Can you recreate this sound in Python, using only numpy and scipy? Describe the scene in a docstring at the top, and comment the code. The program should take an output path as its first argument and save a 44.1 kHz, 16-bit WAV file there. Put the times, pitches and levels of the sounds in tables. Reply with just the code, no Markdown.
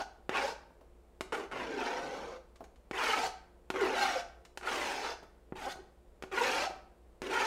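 """A large kitchen, one microphone close to a crock pot, an appliance humming in the background.
A knife pushes chopped greens off a thin, hand-held plastic cutting board into the pot. The blade
taps down, then its edge sticks and slips over the plastic, rasping most at top speed, snagging on
scores and at moments locking into a squeak. The pot rings as the blade nears it, and wet bits
tick and drop."""
import sys
import numpy as np
from scipy import signal
from scipy.fft import rfft, irfft, next_fast_len
from scipy.io import wavfile
from scipy.ndimage import uniform_filter1d

SR = 44100
rng = np.random.default_rng(int(sys.argv[2]) if len(sys.argv) > 2 else 0)


def bounce(signal):
    """Save signal as a 16-bit WAV file at the path given by the first command-line argument."""
    frames = np.transpose(np.atleast_2d(signal))
    limited = np.clip(frames, -1, 1)
    pcm = np.round(limited * 32767).astype(np.int16)
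    wavfile.write(sys.argv[1], SR, pcm)


N = 329377
TIME = np.arange(N) / SR


def amp(db):
    """Decibels as a gain."""
    return 10 ** (np.asarray(db) / 20)


def unit_rms(x):
    """x scaled to an rms of one."""
    return x / np.sqrt(np.mean(x ** 2) + 1e-20)


def steady(x):
    """x with its running level held at one."""
    return x / np.sqrt(abs(uniform_filter1d(x * x, size=2000)) + 1e-12)


def curve_at(points, hz):
    """The value at hz of points joined by straight lines over log frequency."""
    point_hz, value = np.transpose(points)
    return np.interp(np.log(hz + 1), np.log(point_hz + 1), value)


def add(mix, start_s, sound):
    """Mixes a sound in at start_s."""
    part = mix[max(round(start_s * SR), 0):][:len(sound)]
    part += sound[:len(part)]


def coloured(x, spectrum):
    """x filtered by a spectrum."""
    size = next_fast_len(len(x))
    gain = amp(curve_at(spectrum, np.fft.rfftfreq(size, 1 / SR)))
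    return irfft(rfft(x, size) * gain, size)[:len(x)]


def lowpass(x, hz, order=3):
    """The part of x below hz."""
    return signal.sosfiltfilt(signal.butter(order, hz, fs=SR, output="sos"), x)


def wander(hz, size=N):
    """Smooth random motion with an rms of one, mostly slower than hz."""
    padded = next_fast_len(size)
    rolloff = np.exp(-(np.fft.rfftfreq(padded, 1 / SR) / hz) ** 2)
    return unit_rms(irfft(rfft(rng.standard_normal(size), padded) * rolloff, padded)[:size])


def click(spectrum, size=2048):
    """The sharpest causal pulse with this spectrum; it starts with a drop in pressure."""
    log_gain = np.log(amp(curve_at(spectrum, abs(np.fft.fftfreq(size, 1 / SR)))))
    minimum_phase = np.exp(np.conj(signal.hilbert(log_gain)))
    return -np.fft.ifft(minimum_phase).real[:size // 2]


def ring(x, modes):
    """Damped modes driven by x, each with its own gain at resonance."""
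    t = TIME[:SR // 2]
    response = np.zeros(len(t))
    for hz, gain_db, t60_s in modes:
        decay = amp(gain_db - 60 * t / t60_s)
        response += decay * np.cos(2 * np.pi * hz * t) * 2 * np.log(1000) / (t60_s * SR)
    return signal.oaconvolve(x, response)[:len(x)]


# Room tone at the microphone: frequency_hz, relative_db
AIR_SPECTRUM = [(12, -68), (20, -7.5), (65, -10), (91, -23.5), (182, -26.5), (209, -22), (319, -25),
                (356, -18.5), (387, -31), (421, -18), (1480, -38), (6170, -51), (7510, -48.5),
                (16000, -56.5)]


def room_tone(level_db=-62):
    """The still air of the kitchen: faint noise, mostly rumble."""
    return amp(level_db) * unit_rms(coloured(rng.standard_normal(N), AIR_SPECTRUM))


# Tones of the appliance in the background: pitch_hz, level_db
HUM_TONES = [(58.6, -63.5), (177.6, -78), (355.3, -73.5), (8640, -99)]


def appliance_hum():
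    """An appliance hums, its tones wavering together in pitch and level."""
    clock_s = np.cumsum(1 + 0.0022 * wander(7.6)) / SR
    hum = sum(amp(db) * np.sin(2 * np.pi * (hz * clock_s + rng.random())) for hz, db in HUM_TONES)
    return np.sqrt(2) * hum * (1 + 0.042 * wander(11))


# Decay of the kitchen: frequency_hz, t60_s
ROOM_DECAY = [(150, 0.91), (500, 0.48), (1500, 0.56), (5000, 0.4), (10000, 0.28), (16000, 0.11)]
# Colour of its reflections at the microphone: frequency_hz, gain_db
ROOM_SPECTRUM = [(100, 2.5), (400, -4.5), (800, 3.5), (1100, 1), (2500, -1), (5500, 4.5), (15000, 10)]


def kitchen(x, wet_db=-12, build_s=0.00053):
    """The close sound, then sparse reflections from a large timber room, each band dying at its pace."""
    slots = np.arange(SR // 300, SR - 20, 20)
    echoes = np.zeros(SR)
    echoes[slots + rng.integers(0, 20, len(slots))] = rng.choice([-1., 1.], len(slots))
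    hz, t, bands = signal.stft(echoes, SR, nperseg=256)
    decay = amp(-60 * t / curve_at(ROOM_DECAY, hz)[:, None])
    tail = signal.istft(bands * decay * (1 - np.exp(-t / build_s)), SR, nperseg=256)[1]
    tail = coloured(tail / np.linalg.norm(tail), ROOM_SPECTRUM)
    return x + amp(wet_db) * signal.oaconvolve(x, tail)[:N]


def wet_contacts(events, spectrum, fade_s, gain_db):
    """Brief, rough contacts, each a short smear of tiny pulses."""
    out, t = np.zeros(N), TIME[:SR // 12]
    for start_s, level_db in events:
        pulses = rng.standard_normal(len(t)) * np.exp(-t / fade_s)
        smear = signal.fftconvolve(pulses, click(spectrum))
        add(out, start_s, amp(level_db + gain_db) * smear / abs(smear).max())
    return out


# Wet bits flicking, and clumps landing in the pot: start_s, relative_db
BIT_TICKS = [(0.8094, -60.5), (2.5577, -52.5), (2.6406, -50), (2.7591, -59), (4.4509, -46.5), (5.2298, -53)]
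CLUMP_DROPS = [(.524, -54), (.704, -60), (.811, -58), (2.606, -50), (5.228, -53), (5.755, -52.5),
               (6.697, -46.5), (6.754, -57)]
# Colour of one tick and of one drop: frequency_hz, relative_db
TICK_SPECTRUM = [(200, -8), (1000, -2.5), (2500, -8.5), (7000, -15.5), (16000, -37)]
DROP_SPECTRUM = [(60, -19), (200, -6), (400, 0), (900, -6.5), (2000, -30), (8000, -42)]


def greens():
    """Wet bits tick as they flick away; clumps drop dully into the pot."""
    ticks = wet_contacts(BIT_TICKS, TICK_SPECTRUM, fade_s=0.01, gain_db=2.5)
    drops = wet_contacts(CLUMP_DROPS, DROP_SPECTRUM, fade_s=0.015, gain_db=9.5)
    return ticks + drops


# Modes of the crock pot: pitch_hz, gain_db, t60_s
POT_MODES = [(527.4, 14.5, 0.16), (673, 24.8, 0.087), (776, 4.6, 0.1), (864, 2.5, 0.18),
             (1458, 20.7, 0.031)]


def pot_ring(scrape, travel, gain_db=-13):
    """The pot rings just behind the scrape, louder as the blade nears it."""
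    return amp(gain_db) * np.roll(ring(scrape * travel ** 2, POT_MODES), shift=SR // 400)


# Modes of the plastic board: pitch_hz, gain_db, t60_s
BOARD_MODES = [(267, -28, 0.18), (377.5, 8.5, 0.25), (507, -7, 0.18), (779, -2, 0.052), (895, 4, 0.058),
               (1422, 6.5, 0.024), (1960, -21, 0.066), (2520, -2.5, 0.0041), (2850, -23, 0.019)]


def board(force, modes_db, flutter_db, flutter_t60_s):
    """The sheet answers at once, then with its modes and bending waves that bounce between its edges."""
    t = TIME[:SR // 12]
    bounces = rng.standard_normal(len(t)) * amp(-60 * t / flutter_t60_s) * (t > .0005)
    highpass = signal.butter(2, 700, "high", fs=SR, output="sos")
    bounces = signal.sosfilt(highpass, bounces / np.linalg.norm(bounces))
    flutter = signal.oaconvolve(force, bounces)[:len(force)]
    return force + amp(modes_db) * ring(force, BOARD_MODES) + amp(flutter_db) * flutter


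# The blade landing on the board: start_s, relative_db, thud_db, snap_db
BLADE_TAPS = [(0.2937, -20, -11, -19.5), (1.209, -21.5, -12, -15.5), (2.9117, -26, -9.5, -18.5),
              (3.7028, -20.5, -12, -17), (4.5744, -26.5, -15, -13.5), (5.5232, -30, -5, -33),
              (6.2245, -29, -12.5, -15.5), (6.2374, -31, -9.5, -20), (7.219, -26.5, -9.5, -15)]
# Colour of the blow, before thud and snap tilt it: frequency_hz, relative_db
TAP_SPECTRUM = [(60, -1), (170, 13.5), (350, 14.5), (560, 4), (850, -2), (2600, -6.5), (4000, -8),
                (8000, -11), (16000, -28)]


def taps(gain_db=1):
    """The blade lands: one sharp push on the sheet, duller when it falls flat."""
    out = np.zeros(N)
    for start_s, level_db, thud_db, snap_db in BLADE_TAPS:
        tilt = [(250, 2.3 * (thud_db + 6)), (700, 0.0098), (2000, 0.034), (6000, 2.4 * (snap_db + 11))]
        spectrum = [(hz, db + curve_at(tilt, hz)) for hz, db in TAP_SPECTRUM]
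        push = np.pad(click(spectrum), (0, SR // 6))
        knock = board(push, modes_db=-2, flutter_db=2.5, flutter_t60_s=0.037)
        add(out, start_s, amp(level_db + gain_db) * knock / abs(push).max())
    return out


# The edge caught on a score in the plastic: start_s, length_s, relative_db
EDGE_SNAGS = [(1.3225, .003, -29.5), (1.3295, .024, -30), (1.356, .003, -39), (1.371, .008, -39),
              (1.515, .025, -33), (1.981, .02, -36), (3.741, .003, -40), (3.76, .012, -32),
              (4.012, .003, -25), (4.612, .003, -40), (4.631, 0.045, -37.5), (4.6728, .03, -29.5),
              (5.042, .055, -32.5)]
# Colour of one jerk: frequency_hz, relative_db
JERK_SPECTRUM = [(150, -14), (450, -2.5), (1400, 1), (2800, -10.5), (6000, -23), (10000, -27), (15000, -49)]


def snags(stutter_hz=333, uneven=0.29, spread_db=2):
    """The snagged edge stutters free in sharp, separate jerks, each knocking the sheet."""
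    jerks, pulse = np.zeros(N), click(JERK_SPECTRUM)
    for start_s, length_s, level_db in EDGE_SNAGS:
        gap_scatter, size_scatter = rng.standard_normal((2, 20))
        gaps_s = np.exp(uneven * gap_scatter) / stutter_hz
        for delay_s, jerk_db in zip(np.cumsum(gaps_s) - gaps_s[0], spread_db * size_scatter):
            if delay_s < length_s:
                add(jerks, start_s + delay_s, amp([level_db + jerk_db]))
    force = signal.oaconvolve(jerks, pulse / abs(pulse).max())[:N]
    return board(force, modes_db=-1, flutter_db=-7.5, flutter_t60_s=.03)


# Slips locking to the flexing board, which favours one harmonic:
# start_s, length_s, start_hz, end_hz, level_db, favoured_harmonic, falloff_db (per step away from it)
EDGE_SQUEAKS = [ (0.344, 0.022, 564, 572, -34.5, 1.8, -23), (0.432, 0.033, 530, 560, -32.5, 0.86, -20),
                (2.604, 0.016, 710, 618, -45.5, 1.21, -31), (2.985, 0.026, 497, 512.5, -36.5, 2, -8),
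                (3.068, 0.049, 1193, 852, -41.5, 0.98, -25), (3.076, 0.034, 467.3, 440, -37, 1.03, -22),
                (3.128, 0.024, 425.1, 430, -29, 2.8, -7), (3.229, 0.024, 720, 778, -32.5, 0.73, -25),
                (3.797, 0.055, 459.9, 348.7, -31, 0.94, -17), (4.148, 0.04, 546.3, 511.5, -33.5, 1.11, -25),
                (4.666, 0.03, 476.7, 477.7, -36.5, 3.07, -17), (5.655, 0.042, 235.4, 306, -39, 2.46, -6),
                (5.784, 0.03, 411.4, 344.4, -48.5, 1.01, -22), (6.321, 0.035, 404, 347, -37.5, 1, -11),
                (6.37, .023, 465, 492.8, -28.5, 2.46, -4.5), (6.402, .036, 471.8, 483.2, -28, 1.6, -15),
                (6.427, .02, 489.8, 505.2, -32, 1.18, -16), (6.662, 0.024, 861, 720, -35.5, 1.03, -25),
                (7.335, 0.072, 470.4, 469.6, -33.5, 2.9, -7), (7.436, 0.027, 553, 510.8, -52, 2.6, -4), ]


def squeaks(waver=0.023, shudder_db=2):
    """Short gliding runs of even slips: nearly pure when light, buzzing when the edge bites."""
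    out, shake = np.zeros(N), wander(190, N + SR)
    for start_s, length_s, start_hz, end_hz, level_db, favoured, falloff_db in EDGE_SQUEAKS:
        size = int(length_s * SR)
        pitch_hz = np.linspace(start_hz, end_hz, size) * (1 + waver * shake[int(start_s * SR):][:size])
        phase = 2 * np.pi * np.cumsum(pitch_hz) / SR
        tone = -sum(amp(abs(k - favoured) * falloff_db) * np.cos(k * phase) for k in range(1, 9))
        add(out, start_s, amp(level_db) * unit_rms(tone) * signal.windows.tukey(size, .7))
    return out * amp(shudder_db * shake[::-1][:N])


def squeak_lock(ramp_s=.025):
    """How far the slips have fallen into step with a squeak, 0-1."""
    locks = [np.interp(TIME, [start - ramp_s, start, start + length, start + length + ramp_s],
                       [0, 1, 1, 0]) for start, length, *_ in EDGE_SQUEAKS]
    return np.max(locks, axis=0)


# Pushes of the blade toward the pot; boom, rasp, hiss and flex are relative to the pressure:
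# start_s, speeding_s, length_s, reach (0-1), pressure_db (at top speed), swell_db (before it),
# sag_db (after it), boom_db, rasp_db, hiss_db, keen_db, flex1_db, flex2_db, uneven (0-1)
BLADE_PUSHES = [ (0.0, 0.0028, 0.052, 0.98, -36, -27, 7, -14, -0.5, -24, 3.5, -2, -4.5, 0.47),
                (0.297, 0.078, 0.18, 0.56, -34.5, 16, 8.5, -10.5, 5.5, -23.5, -4, -35, -2, 0.56),
                (0.409, 0.11, 0.13, 0.98, -42.5, -23, 1, -8.5, 1, -20, 2, -7, 1, 0.48),
                (1.324, 0.012, 0.15, 0.1, -43.5, -15.5, 2.5, -9.5, 1, -22, 0.5, 4, -18, 0.58),
                (1.51, 0.083, 0.18, 0.21, -44.5, 7.5, 0, -3.5, 6, -24, -3, -11, -19, 0.7),
                (1.655, 0.08, 0.15, 0.32, -49, -3.5, -4, 4.5, 5, -23.5, 0.5, 8.5, -22, 0.5),
                (1.764, 0.088, .26, 0.77, -37, -2, 4, -6.5, 1, -27.5, -3.5, -4, -26, 0.6),
                (1.98, 0.035, 0.41, 0.99, -44, -18, 4.5, 1, -0.5, -25.5, -4, -0.5, -42, 0.66),
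                (2.929, 0.14, 0.29, 0.63, -38.5, 9, 2.5, -8.5, 10, -14.5, -2, -15, -6, .38),
                (3.14, 0.12, .16, 0.94, -41.5, -5, -1, -0.5, 5, -14, 1, -16, 6.5, .38),
                (3.738, 0.11, 0.24, .3, -35, 6.5, 7.5, -5, 2, -24, -2, -1, -20, 0.54),
                (3.919, 0.097, 0.31, 0.61, -37, -8, 5.5, -11.5, 6.5, -17.5, 0.5, 3, -30, .44),
                (4.62, 0.11, .41, 0.622, -40, 15, 0.5, -8, 5.5, -15.5, 2.5, -13, -9, 0.71),
                (4.97, 0.11, .19, 0.77, -42, -3.5, 1.5, -10.5, 4, -21, 0.5, -3, -26, .75),
                (5.553, 0.077, 0.11, 0.41, -51.5, 1, -6, -10, 8.5, -12.5, 1, -20, 2, 0.64),
                (5.604, 0.05, 0.1, 0.49, -41.5, 0, -1, -5, 0, -18.5, -3, -25, 6, 0.61),
                (5.675, 0.03, 0.08, 0.57, -51, -3, 4, -8, 12, -6, 2.5, -18, -12, .6),
                (6.313, 0.14, 0.37, 0.92, -37.5, 8.5, 0.5, -6.5, 7.5, -15, -2, -1.5, -6, 0.32),
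                (7.225, 0.016, 0.11, 0.21, -50, -3, -3, 3, 8.5, -15, -1, 7, -5, .45),
                (7.295, 0.055, 0.26, 0.78, -36, -11, -9, -6.5, 5.5, -20, -6, -17, 1, 0.36), ]


def blade_path(attack_s=0.0033, release_s=0.035):
    """Each push speeds up, then slows; overlapping pushes blend into one stroke's control curves."""
    contact, path = np.zeros(N), np.zeros((9, N))
    last_end_s, last_reach = 0, 0
    for (start_s, speeding_s, length_s, reach, pressure_db, swell_db, sag_db,
         boom_db, rasp_db, hiss_db, keen_db, flex1_db, flex2_db, uneven) in BLADE_PUSHES:
        fastest_s, end_s = start_s + speeding_s, start_s + length_s
        runs_on = start_s < last_end_s
        now = (TIME > start_s) & (TIME < end_s)
        t = TIME[now]
        touch = np.minimum((t - start_s) / (release_s if runs_on else attack_s), 1)
        touch *= np.minimum((end_s - t) / release_s, 1)
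        travel = np.interp(t, [start_s, end_s], [last_reach * runs_on, reach])  # 1 at the pot
        early = np.interp(t, [start_s, fastest_s], [1, 0]) ** 1.9
        late = np.interp(t, [fastest_s, end_s], [0, 1]) ** 1.3
        slow = early + late
        contact[now] += touch
        path[:, now] += touch * np.array([
            travel,
            pressure_db - swell_db * early - sag_db * late,
            boom_db - 1.5 * slow,
            rasp_db - 4.5 * slow,
            hiss_db - 6 * slow + 0.5 * (travel - .5),  # wet greens gather ahead of the blade
            keen_db + 13 * (travel - .5),  # the sheet stiffens toward the pot
            np.full(len(t), flex1_db), np.full(len(t), flex2_db),
            uneven + .12 * slow])  # a slow blade slips less evenly
        last_end_s, last_reach = end_s, reach
    touching = contact > 0
    curves = [np.interp(TIME, TIME[touching], curve[touching] / contact[touching]) for curve in path]
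    return np.minimum(contact, 1), *curves


def stick_slip(hz, uneven, jitter=.75, size_spread=0.18, grit_db=-7, crossover_hz=3200, crackle_db=5):
    """One blunt pulse a slip, uneven in time and size; grit and fine scratches surge with each."""
    turns = np.cumsum(hz * np.maximum(1 + jitter * uneven * wander(300), 0)) / SR
    sizes = np.exp(size_spread * uneven * np.clip(rng.standard_normal(N), -2, 2))
    slips = unit_rms(np.diff(np.floor(turns), prepend=0) * sizes / np.sqrt(hz))
    grit = unit_rms(rng.standard_normal(N) * (.5 + np.exp(-(turns % 1) / 0.47)))
    # some slips crack, others smear
    sharpness = amp(crackle_db * np.clip(rng.standard_normal(N), -2, 2))[turns.astype(int)]
    fizz = unit_rms(rng.standard_normal(N) * (.5 + sharpness * np.exp(-(turns % 1) / 0.21)))
    force = lowpass(slips - fizz, crossover_hz, order=2) + fizz  # slips below, fizz above
    force += amp(grit_db) * grit
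    return force - uniform_filter1d(force, size=600)  # the steady push makes no sound


def rim_echoes(x, travel, shortest_s=0.0009016, longest_s=.006, stretch=0.451, count=7):
    """Waves return from the rim, latest with the blade at mid-board: their ripple glides down, then up."""
    out = np.zeros(N)
    for path_s in np.geomspace(shortest_s, longest_s, count):
        sway = 0.144 * np.sin(2 * np.pi * (rng.uniform(.4, .9) * TIME + rng.random()))
        delay_s = path_s * (1 + stretch * np.sin(np.pi * travel) + sway)
        out -= np.interp(TIME - delay_s, TIME, x) * rng.choice([-1, 1])
    return out / np.sqrt(count)


def flex(x, hz, width_hz=135):
    """A gliding resonance of the bent sheet, held at a level of one."""
    carrier = np.exp(2j * np.pi * np.cumsum(hz) / SR)
    pole = np.exp(-np.pi * width_hz / SR)
    for _ in range(2):  # twice, for steep sides
        x = 2 * (carrier * signal.lfilter([1 - pole], [1, -pole], x / carrier)).real
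    return steady(x)


def glinting(x, depth_db=3):
    """Brief, narrow glints come and go all over the treble."""
    bands = signal.stft(x, nperseg=512, noverlap=384)[2]
    patches = uniform_filter1d(rng.standard_normal(bands.shape), size=4, axis=0)
    patches = unit_rms(uniform_filter1d(patches, size=4, axis=1))
    return signal.istft(bands * unit_rms(amp(depth_db * patches)), nperseg=512, noverlap=384)[1][:N]


# Colour of one slip of the edge, heard close: frequency_hz, relative_db
SLIP_SPECTRUM = [(60, -59), (115, -10.5), (165, -0.5), (235, 4.5), (370, -3), (520, 1.5), (850, -2),
                 (1100, -4), (1500, -5), (2000, -6), (2900, -8), (3700, -11), (6400, -15.5), (9000, -20),
                 (16000, -33.5)]
# Pitch of the flexing sheet under the edge, which also paces the slips: time_s, pitch_hz
SHEET_PITCH = [ (0, 723), (.04, 743), (.3, 449.2), (.37, 354.4), (.42, 446.8), (.46, 438.3), (.51, 465.5),
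               (1.33, 456.8), (1.41, 367.6), (1.6, 519.8), (1.72, 477.4), (1.81, 381.7), (1.99, 522),
               (2.36, 528.4), (2.94, 368.6), (3.0, 440.4), (3.07, 528.6), (3.115, 382.2), (3.145, 424.5),
               (3.18, 385.9), (3.23, 452.3), (3.28, 449.6), (3.75, 330.5), (3.8, 451.6), (3.85, 380.9),
               (3.95, 508.3), (3.98, 761.2), (4.02, 820.3), (4.11, 736), (4.2, 685.3), (4.64, 345.8),
               (4.69, 471.4), (4.74, 361.8), (4.82, 399.2), (4.89, 505.2), (4.97, 354.7), (5.08, 440),
               (5.15, 369.3), (5.57, 442.5), (5.62, 395), (5.74, 389), (6.32, 408.7), (6.35, 341.9),
               (6.39, 484.8), (6.43, 475.6), (6.465, 542.6), (6.51, 448.6), (6.555, 479.2), (6.58, 518.3),
               (6.63, 611.7), (6.69, 728.6), (7.23, 329.5), (7.31, 400.5), (7.36, 446), (7.47, 472.5), ]
# Modes of the knife, which colour the rasp: pitch_hz, gain_db, t60_s
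KNIFE_MODES = [(2370, -16, 0.036), (2880, -5, 0.032), (3420, -11, 0.04), (5330, -23, 0.03),
               (6500, -7, 0.0177)]


def scrapes(locked_uneven=.2, free_db=5, propped_db=-4):
    """Friction drives the board and its gliding flex resonances; a harder bite adds rasp and hiss."""
    (contact, travel, pressure_db, boom_db, rasp_db, hiss_db,
     keen_db, flex1_db, flex2_db, uneven) = blade_path()
    flex_hz = np.interp(TIME, *np.transpose(SHEET_PITCH))
    lock = squeak_lock()
    uneven = np.clip(uneven + lock * (locked_uneven - uneven), .02, 1)
    direct = signal.oaconvolve(stick_slip(flex_hz, uneven), click(SLIP_SPECTRUM))[:N]
    sound = direct + amp(-3) * rim_echoes(direct, travel)
    sound += amp(-8) * ring(direct, BOARD_MODES) + ring(direct, KNIFE_MODES)
    bass, below_rasp = lowpass(sound, 430), lowpass(sound, 1100)
    below_keen, below_hiss = lowpass(sound, 3300, order=5), lowpass(sound, 6500, order=5)

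    # the free sheet booms; where it rests on the pot it is stiff and thin
    support_db = free_db + (propped_db - free_db) * travel
    boom = amp(boom_db + support_db - 3) * steady(bass - 0.69 * lowpass(sound, 261))
    body = amp(-3.5) * steady(below_rasp - bass)
    hollow = amp(flex1_db) * flex(direct, flex_hz) + amp(flex2_db) * flex(direct, 2 * flex_hz)
    rub = (boom + body + amp(-7) * hollow) * amp(-3 * lock)  # a squeak takes its energy from the rub

    upper_rasp = amp(keen_db) * (below_hiss - below_keen)
    rasp = amp(rasp_db - 4.5) * steady(below_keen - below_rasp + upper_rasp)
    flicker_db = 0.89 * wander(104)  # wet crumbs
    hiss = amp(hiss_db + 0.5 + flicker_db) * steady(sound - below_hiss)
    catch_db = .9 * wander(30)  # the edge catches on scratches
    scrape = (rub + glinting(rasp + hiss)) * contact * amp(pressure_db + catch_db)
    return scrape + pot_ring(scrape, travel)


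def scene():
    """Greens, knife and board close to the microphone, the kitchen behind them, in mono."""
    close = greens() + scrapes() + squeaks() + taps() + snags()
    return (kitchen(close) + room_tone() + appliance_hum())[None]


def record(dry):
    """The recorder cuts off the highest treble."""
    band_limit = signal.firwin(511, cutoff=15800, window=("kaiser", 9), fs=SR)
    return signal.oaconvolve(dry, band_limit[None], "same")


dry = scene()
out = record(dry)
bounce(out)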